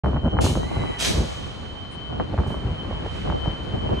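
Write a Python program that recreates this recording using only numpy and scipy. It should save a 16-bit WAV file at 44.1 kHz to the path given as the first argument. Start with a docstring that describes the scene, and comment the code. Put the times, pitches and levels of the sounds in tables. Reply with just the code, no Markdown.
"""Machinery rumbles and whines while gusts buffet a phone's two microphone ports, on a walkway above
a ship's cargo hold. Both go on throughout. Steel gear crashes twice, each crash a rush of tiny hits
that makes the metal ring and the hold echo. In between, it squeals as steel slides on steel.
Later come one brief, thin hiss and smaller clatters far off."""
import sys
import numpy as np
from scipy import signal
from scipy.fft import rfft, irfft
from scipy.io import wavfile

SR = 44100
rng = np.random.default_rng(int(sys.argv[2]) if len(sys.argv) > 2 else 0)


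def dump_mix(stems):
    """Bounce the given channels to the path in sys.argv[1] as a 16-bit WAV at rate SR."""
    frames = np.atleast_2d(stems).T  # one column per channel
    limited = np.clip(frames, -1, 1)  # hard clip at full scale
    pcm = np.round(limited * 32767).astype(np.int16)
    wavfile.write(sys.argv[1], SR, pcm)


N = 176400  # 4 seconds

# Tone colours of the noises. Each row: frequency in Hz, relative level in dB.
RUMBLE_COLOUR = [(25, -4), (65, 3), (130, -3.5), (300, -10), (600, -16.5), (1100, -18.5), (1800, -25),
                 (2800, -29.5), (4200, -41), (6500, -43.5), (10000, -55), (12500, -73.5)]
FAN_HISS_COLOUR = [(1000, 21), (2000, 5.5), (3000, 12.5), (4300, 14.5), (5200, 1.5), (7000, -21),
                   (9000, -11), (12000, -73.5)]
BUFFET_COLOUR = [(20, -42), (30, -18), (42, -4), (65, 4), (110, -1), (200, -8), (400, -16), (900, -25),
                 (1600, -37), (3000, -77)]
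WIDE_FLUTTER_COLOUR = [(30, -21), (90, 3), (180, 5), (350, 1), (700, -1.5), (1100, -10.5), (1800, -27),
                       (3000, -58)]
GEAR_COLOUR = [(100, -21), (400, -3.5), (900, -8), (1400, -7), (2300, -0.5), (3200, 2), (4200, 2),
               (5200, -1), (6300, 4.5), (7300, -0.5), (8500, -1), (11500, -8.5), (13000, -20)]
SCRAPING_COLOUR = [(300, -45), (700, 17), (1400, 7), (2300, 7.5), (3500, -6), (6000, -9), (9000, -12),
                   (12000, -26)]
THIN_HISS_COLOUR = [(1000, -23), (2200, 14.5), (4000, -3), (7000, -9), (9200, 6), (11000, -29)]
# How the lasting sounds swell and fade. Each row: time in seconds, level in dB.
RUMBLE_LEVEL = [(0, -36.5), (.35, -37), (1.2, -32.5), (2, -36.5), (2.5, -32.5), (3, -32), (3.2, -30),
                (4, -32)]  # changes as the phone turns
FAN_LEVEL = [(0, -51), (.38, -63), (1.5, -47), (2.3, -50), (3, -49.5), (3.2, -45.5), (4, -49.5)]
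WHINE_LEVEL = [(0, -68), (.07, -50.5), (.11, -59), (.16, -52.5), (.3, -45.5), (.4, -54.5), (.67, -49),
               (.73, -75), (.82, -53.5), (1.5, -52), (1.7, -48.5), (2.05, -44.5), (2.13, -48.5),
               (2.3, -49.5), (2.35, -59), (2.47, -48.5), (2.52, -44), (2.6, -46), (2.68, -54), (2.76, -55),
               (2.81, -40), (2.89, -51), (2.95, -43), (3, -62), (3.1, -42.5), (3.19, -53.5), (3.29, -53.5),
               (3.36, -40.5), (3.5, -40.5), (3.62, -43), (3.77, -45.5), (3.88, -48), (4, -34.5)]  # changes as the phone moves
WHINE_SIDE_LEVEL = [(0, -43), (.2, -45), (.42, -36), (.7, -43), (1.05, -38), (1.25, -46), (1.42, -40),
                    (1.57, -47), (1.7, -45), (2.15, -41), (2.33, -53), (2.55, -42), (2.68, -48),
                    (2.77, -41.5), (3.3, -43), (3.5, -38), (3.65, -46), (3.85, -35.5), (4, -51)]  # the part that is opposite in the two ears
GUST_LEVEL = [(0, -22), (.06, -16.5), (.11, -26.5), (.17, -20), (.21, -36.5), (.26, -16), (.31, -29.5),
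              (.34, -19), (.39, -24.5), (.425, -14.5), (.5, -22), (.54, -26), (.57, -22), (.61, -32.5),
              (.66, -28), (.74, -38), (.775, -16.5), (.82, -24), (.86, -24.5), (.93, -48), (.98, -50),
              (1.04, -32), (1.21, -21.5), (1.29, -34), (1.34, -46), (1.43, -31.5), (1.5, -45.5),
              (2.06, -43.5), (2.17, -27), (2.23, -27), (2.28, -32), (2.34, -22.5), (2.37, -27.5),
              (2.4, -20), (2.47, -26.5), (2.56, -30.5), (2.64, -29), (2.7, -26), (2.76, -37), (2.92, -29.5),
              (2.99, -36), (3.06, -32.5), (3.1, -37), (3.2, -39), (3.27, -28), (3.32, -26), (3.37, -39),
              (3.44, -55), (3.47, -21), (3.52, -31.5), (3.57, -56), (3.61, -28.5), (3.7, -28), (3.75, -30),
              (3.85, -30.5), (3.94, -21), (4, -33)]
WIDE_FLUTTER_LEVEL = [(0, -30), (.3, -36), (.41, -23.5), (.5, -36.5), (.62, -28), (.73, -36), (.8, -26.5),
                      (.9, -25), (.94, -42), (1.15, -30), (1.4, -39), (2.05, -59), (2.16, -26), (2.3, -41),
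                      (2.55, -32), (2.72, -47), (2.92, -37), (3.15, -40), (3.26, -27), (3.56, -42),
                      (3.85, -27.5), (4, -30)]
# Stereo width. Each row: frequency in Hz, side (opposite in the ears) over mid (shared) in dB.
HOLD_WIDTH = [(60, -5.5), (350, -3), (700, 1.5), (1200, -5), (2200, -2), (3500, 1.5), (5000, 0),
              (6600, -11.5), (9000, -3.5), (12000, 11)]
BUFFET_WIDTH = [(30, -29), (60, -36), (110, -16), (220, -16), (450, -11.5), (1500, -28)]
# Tones of the machines. Each row: pitch in Hz, level in dB.
MACHINE_TONES = [(1152, -58.5), (1460, -59), (3025, -58.5), (4145, -62.5), (6144, -75.5)]
# Eddies (little curls of wind) that pop on the ports.
# Each row: start in seconds, relative level in dB, pitch in Hz.
EDDY_POPS = [(.044, -17, 910), (.060, -15, 920), (.132, -24.5, 750), (.162, -17.5, 620), (0.168, -19, 870),
             (.233, -41, 500), (.267, -27, 586), (.279, -19.5, 680), (.337, -31, 604), (.354, -40, 547),
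             (0.369, -22, 935), (0.388, -9.5, 1100), (0.414, -28, 490), (.453, -24, 664), (.464, -14, 905),
             (.554, -16.5, 910), (.573, -17.5, 594), (.632, -20.5, 860), (0.714, -22.5, 640),
             (.768, -22, 670), (.792, -24.5, 800), (0.837, -22.5, 860), (.9, -31, 705), (2.127, -25.5, 790),
             (2.199, -13, 760), (2.212, -23, 653), (2.336, -26, 570), (2.342, -20, 596),
             (2.378, -20.5, 910), (2.386, -19, 950), (2.402, -24, 704), (2.435, -24, 920),
             (2.464, -25, 690), (2.504, -23.5, 710), (2.543, -21, 860), (2.685, -34, 510),
             (2.849, -28.5, 760), (2.911, -21, 490), (2.927, -26.5, 810), (3.062, -21, 530),
             (3.274, -24, 790), (3.3, -17.5, 990), (3.324, -20.5, 835), (3.459, -20, 796),
             (3.864, -28, 505), (3.892, -20.5, 740)]
# Crashes and clatters. Each row: start in seconds, rise in seconds, seconds until the hits die down,
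# relative level in dB, treble tilt in dB per octave, long echo in dB.
GEAR_CRASHES = [(0.406, 0.007, 0.051, -28.5, -0.5, -9.5), (0.98, 0.027, 0.086, -23.5, -2.5, -7),
                (2.46, .012, 0.013, -52, 4.5, 1), (3.026, .06, 0.16, -48.5, -8, 1.5),
                (3.61, .02, 0.031, -55, -5, -21), (3.91, .02, 0.1, -41.5, -12.5, -19)]
# Notes the steel rings at. Each row: pitch in Hz, relative level in dB, seconds to fade by 60 dB.
STEEL_NOTES = [(1733, -5, .5), (2198, -2, .8), (2958, -2, .6), (3292, -3, .7), (3559, -3, .7),
               (3870, 0, .7), (4126, -2, .9), (4570, -2, .6), (4635, -2, .6), (5395, -4, .6), (5664, 0, .6),
               (5904, -3, .6), (6223, -3, .5), (6488, -3, .45)]
# The hold's long echo. Each row: frequency in Hz, seconds to fade by 60 dB.
HOLD_FADE = [(200, 1.4), (2000, 1.9), (4000, 1.71), (7000, 1.7), (12000, 0.47)]
# The squeal. Each row: time in seconds, lower pitch in Hz, upper pitch in Hz, relative level in dB.
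SQUEAL_PATH = [(.6, 1870, 3780, -56), (.66, 1980, 4030, -47), (.69, 2065, 4050, -44.5),
               (.745, 2065, 4020, -42), (.78, 2025, 3980, -44), (.825, 2055, 3955, -42.5),
               (.87, 1990, 3950, -46), (.91, 1985, 3915, -44), (.96, 1960, 3945, -45),
               (.98, 1950, 3940, -54)]
# Brief dips in the background.
# Each row: middle in seconds, half length in seconds, centre frequency in Hz, depth in dB.
BACKGROUND_DIPS = [(1.333, 0.032, 256, -13), (3.1, 0.023, 266, -20), (3.216, 0.035, 735, -12),
                   (3.57, 0.024, 80, -26)]

TIME = np.arange(N) / SR
FREQUENCIES = np.arange(N // 2 + 1) * SR / N
BOTH_PORTS, OPPOSITE_EARS = np.ones(2), np.array([[1], [-1]])


def amp(db):
    """Turn decibels into a gain."""
    return 10 ** (np.asarray(db) / 20)


def unit(x):
    """Scale a signal to an average power of 1."""
    return x / np.sqrt(np.mean(x ** 2))


def unit_energy(x):
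    """Scale a full-length signal to a total energy of 1 per channel."""
    return unit(x) / np.sqrt(N)


def curve(rows, column=1):
    """Join one column of a table with straight lines over time."""
    rows = np.array(rows)
    return np.interp(TIME, rows[:, 0], rows[:, column])


def at_hz(rows, hz):
    """Read a table at any frequency, with octaves evenly spaced."""
    rows = np.array(rows)
    return np.interp(np.log(np.maximum(hz, 1)), np.log(rows[:, 0]), rows[:, 1])


def colour(x, rows, tilt_db=0):
    """Filter by a table, plus a tilt per octave above 1000 Hz."""
    octaves = np.log2(np.maximum(FREQUENCIES, 1000) / 1000)
    return irfft(rfft(x) * amp(at_hz(rows, FREQUENCIES) + tilt_db * octaves), N)


def spread(pair, width):
    """Use two unrelated signals as mid and side to make left and right."""
    side = colour(pair[1], width)
    return np.array([pair[0] + side, pair[0] - side])


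def noise():
    """Two unrelated white noises."""
    return rng.standard_normal((2, N))


def wander(rate_hz):
    """A smooth random wobble, about 1 in size."""
    return unit(irfft(rfft(rng.standard_normal(N)) * np.exp(-(FREQUENCIES / rate_hz) ** 2), N))


def flutter(db, rate_hz):
    """A gain that wobbles at random, between -3 and +1 times db."""
    return amp(db * np.clip(wander(rate_hz), -3, 1))


def ring(x, response):
    """Pass a sound through an object or room, given its response to one click."""
    return signal.fftconvolve(np.atleast_2d(x), np.atleast_2d(response), axes=1)[:, :N]


def machine_tone(hz, drift=0.001798):
    """A tone that wanders a little and fades in and out among the steel walls."""
    pitch = hz * (1 + drift * wander(rate_hz=25.4))
    phase = 2 * np.pi * (np.cumsum(pitch) / SR + rng.random())
    return unit(np.sin(phase) * flutter(db=3.5, rate_hz=42))


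def machinery(whine_hz=3073, upper_whine_hz=3136):
    """Machines rumble, fans hiss, a few tones sing, and two close pitches make a high whine."""
    rumble = unit(colour(spread(noise(), HOLD_WIDTH), RUMBLE_COLOUR))
    rumble *= amp(curve(RUMBLE_LEVEL) + wander(rate_hz=8.6))
    fans = unit(colour(spread(noise(), HOLD_WIDTH), FAN_HISS_COLOUR)) * amp(curve(FAN_LEVEL))
    tones = sum(amp(db) * np.array([machine_tone(hz), machine_tone(hz)]) for hz, db in MACHINE_TONES)
    mid, side = (machine_tone(whine_hz) + amp(-13.5) * machine_tone(upper_whine_hz) for _ in range(2))
    whine = mid * amp(curve(WHINE_LEVEL)) + side * amp(curve(WHINE_SIDE_LEVEL)) * OPPOSITE_EARS
    return rumble + fans + tones + whine


def add_pop(out, start, hz, gains, life_cycles=0.65):
    """Add one swing of air pressure that dies within a cycle or two."""
    cycles = np.arange(2000) / SR * hz
    age = 2 * cycles / life_cycles
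    pop = np.sin(2 * np.pi * (cycles + rng.random())) * age * np.exp(1 - age)
    i = int(np.clip(start * SR, 0, N - 1))
    out[:, i:i + len(pop)] += np.outer(gains, pop[:N - i])


def eddies(gust, per_second=150, typical_hz=439, shred_lag_s=0.00593):
    """Eddies pop on the ports: some at set times, and many at random that are louder in a gust."""
    pops = np.zeros((2, N))
    for start, db, hz in EDDY_POPS:
        add_pop(pops, start, hz, amp(db + 2.5) * BOTH_PORTS)
        # Each pop breaks up into four smaller shreds just after it.
        for lag, pitch in np.clip(rng.standard_normal((4, 2)), -2, 2):
            shred_hz = hz * 2 ** ((pitch - 1) / 2)
            add_pop(pops, start + shred_lag_s * abs(lag), shred_hz, amp(db - 7.5) * BOTH_PORTS)
        # The eddy's slow suck makes a low thump.
        add_pop(pops, start, hz=108, gains=gust[int(start * SR)] * BOTH_PORTS, life_cycles=0.35)
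    for i in np.flatnonzero(rng.random(N) < per_second / SR):
        pitch, size, port = np.clip(rng.standard_normal(3), -2, 2)
        pan = np.pi / 4 + np.pi / 2 * port
        gains = gust[i] * amp(-4.5 + 2.5 * size) * np.array([np.cos(pan), np.sin(pan)])
        add_pop(pops, i / SR, typical_hz * np.exp(.45 * pitch), gains)
    return signal.sosfilt(signal.butter(4, 2200, fs=SR, output="sos"), pops)


def wind():
    """Gusts shake both ports with a low, fluttering noise and bring eddies with them."""
    gust = amp(curve(GUST_LEVEL))
    buffet = colour(spread(noise(), BUFFET_WIDTH), BUFFET_COLOUR)
    return unit(buffet * flutter(db=4.5, rate_hz=22.7)) * gust + eddies(gust)


def wide_flutter():
    """Fitful bursts of low, fluttering noise, opposite in the two ears."""
    low_noise = unit(colour(noise()[0], WIDE_FLUTTER_COLOUR) * flutter(db=-5, rate_hz=30))
    return low_noise * amp(curve(WIDE_FLUTTER_LEVEL)) * OPPOSITE_EARS


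def steel(ring_db=-20.5):
    """How the gear answers one hit: a crack, then its ringing notes."""
    t = np.arange(N // 4) / SR
    notes = sum(amp(db - 60 * t / fade_s) * np.sin(2 * np.pi * (hz * t + rng.random()))
                for hz, db, fade_s in STEEL_NOTES)
    response = amp(ring_db) * notes / np.linalg.norm(notes)
    response[0] += 1  # the crack
    return response


def hold_echoes(near_fade_s=0.37, build_up_s=0.023):
    """How the hold answers a click: quick echoes off near walls, and a long echo that dulls."""
    spectrum, late = rfft(noise()), 0
    octave = np.log2(np.clip(FREQUENCIES, 250, 16000) / 250)
    for k in range(7):  # each octave fades at its own speed
        band = irfft(spectrum * np.maximum(1 - abs(octave - k), 0), N)
        late += band * amp(-60 * TIME / at_hz(HOLD_FADE, 250 * 2 ** k))
    late *= 1 - np.exp(-TIME / build_up_s)
    near = noise() * amp(-60 * TIME / near_fade_s)
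    return unit_energy(spread(near, HOLD_WIDTH)), unit_energy(spread(late, HOLD_WIDTH))


def crashes(hits_per_s=1100, hit_spread_db=3, release_s=0.027):
    """Each crash is a rush of steel hits that rings the gear and then the hold."""
    body, out = steel(), 0
    for start, rise, length, db, tilt_db, echo_db in GEAR_CRASHES:
        age = TIME - start
        force = np.clip(age / rise, 0, 1) * np.exp(-np.maximum(age - length, 0) / release_s)
        near, late = hold_echoes()  # each crash is at another place in the hold
        sign, size = noise()
        hits = (rng.random(N) < hits_per_s / SR) * np.sign(sign) * amp(hit_spread_db * size) * force
        gear = colour(ring(hits, body), GEAR_COLOUR, tilt_db)
        gear = unit_energy(gear) * np.sqrt(length * SR) * amp(db)
        out += gear / 2 + ring(gear, amp(12) * near / 2 + amp(echo_db) * late)
    return out


def squeal(jitter=.011):
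    """Steel slides on steel: two rough tones rise and sag over scraping."""
    near, late = hold_echoes()
    pitches = (curve(SQUEAL_PATH, column) * (1 + jitter * wander(rate_hz=160)) for column in (1, 2))
    low_phase, high_phase = (2 * np.pi * np.cumsum(hz) / SR for hz in pitches)
    tones = unit(np.sin(low_phase) + amp(-5) * np.sin(high_phase))
    sliding = (TIME > SQUEAL_PATH[0][0]) & (TIME < SQUEAL_PATH[-1][0])
    force = amp(curve(SQUEAL_PATH, column=3)) * sliding
    scrape = amp(9) * unit(colour(noise()[0], SCRAPING_COLOUR)) * force
    singing = tones * flutter(db=4, rate_hz=40) * force
    return singing * amp(-1.5) + ring(singing / 2 + scrape, near + amp(-8) * late)


def bump(middle_s, half_length_s):
    """A gain that rises from 0 to 1 and falls back, with a flat top."""
    return np.exp(-((TIME - middle_s) / half_length_s) ** 4)


def dips(background):
    """Now and then one band of the background sinks for a moment."""
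    for middle, half_length, hz, depth_db in BACKGROUND_DIPS:
        octaves_away = np.log2(np.maximum(FREQUENCIES, 1) / hz)
        band = irfft(rfft(background) * np.exp(-octaves_away ** 2), N)
        background = background - band * (1 - amp(depth_db)) * bump(middle, half_length)
    return background


def brief_hiss(level_db=-50):
    """One short, thin hiss."""
    hiss = unit(colour(noise(), THIN_HISS_COLOUR))
    return hiss * amp(level_db) * bump(middle_s=1.935, half_length_s=0.025)


def scene():
    """The sounds in the hold, over the machinery and the wind."""
    return crashes() + squeal() + brief_hiss() + dips(machinery() + wind() + wide_flutter())


def record(dry, low_cut_hz=35, top_hz=12400):
    """The phone starts after a moment and cuts the deepest bass and the highest treble."""
    fade_in = np.clip((TIME - .035) / .004, 0, 1)
    thinned = signal.sosfilt(signal.butter(2, low_cut_hz, "high", fs=SR, output="sos"), dry * fade_in)
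    return signal.sosfilt(signal.ellip(8, .2, 70, top_hz, fs=SR, output="sos"), thinned)


dry = scene()
out = record(dry)
dump_mix(out)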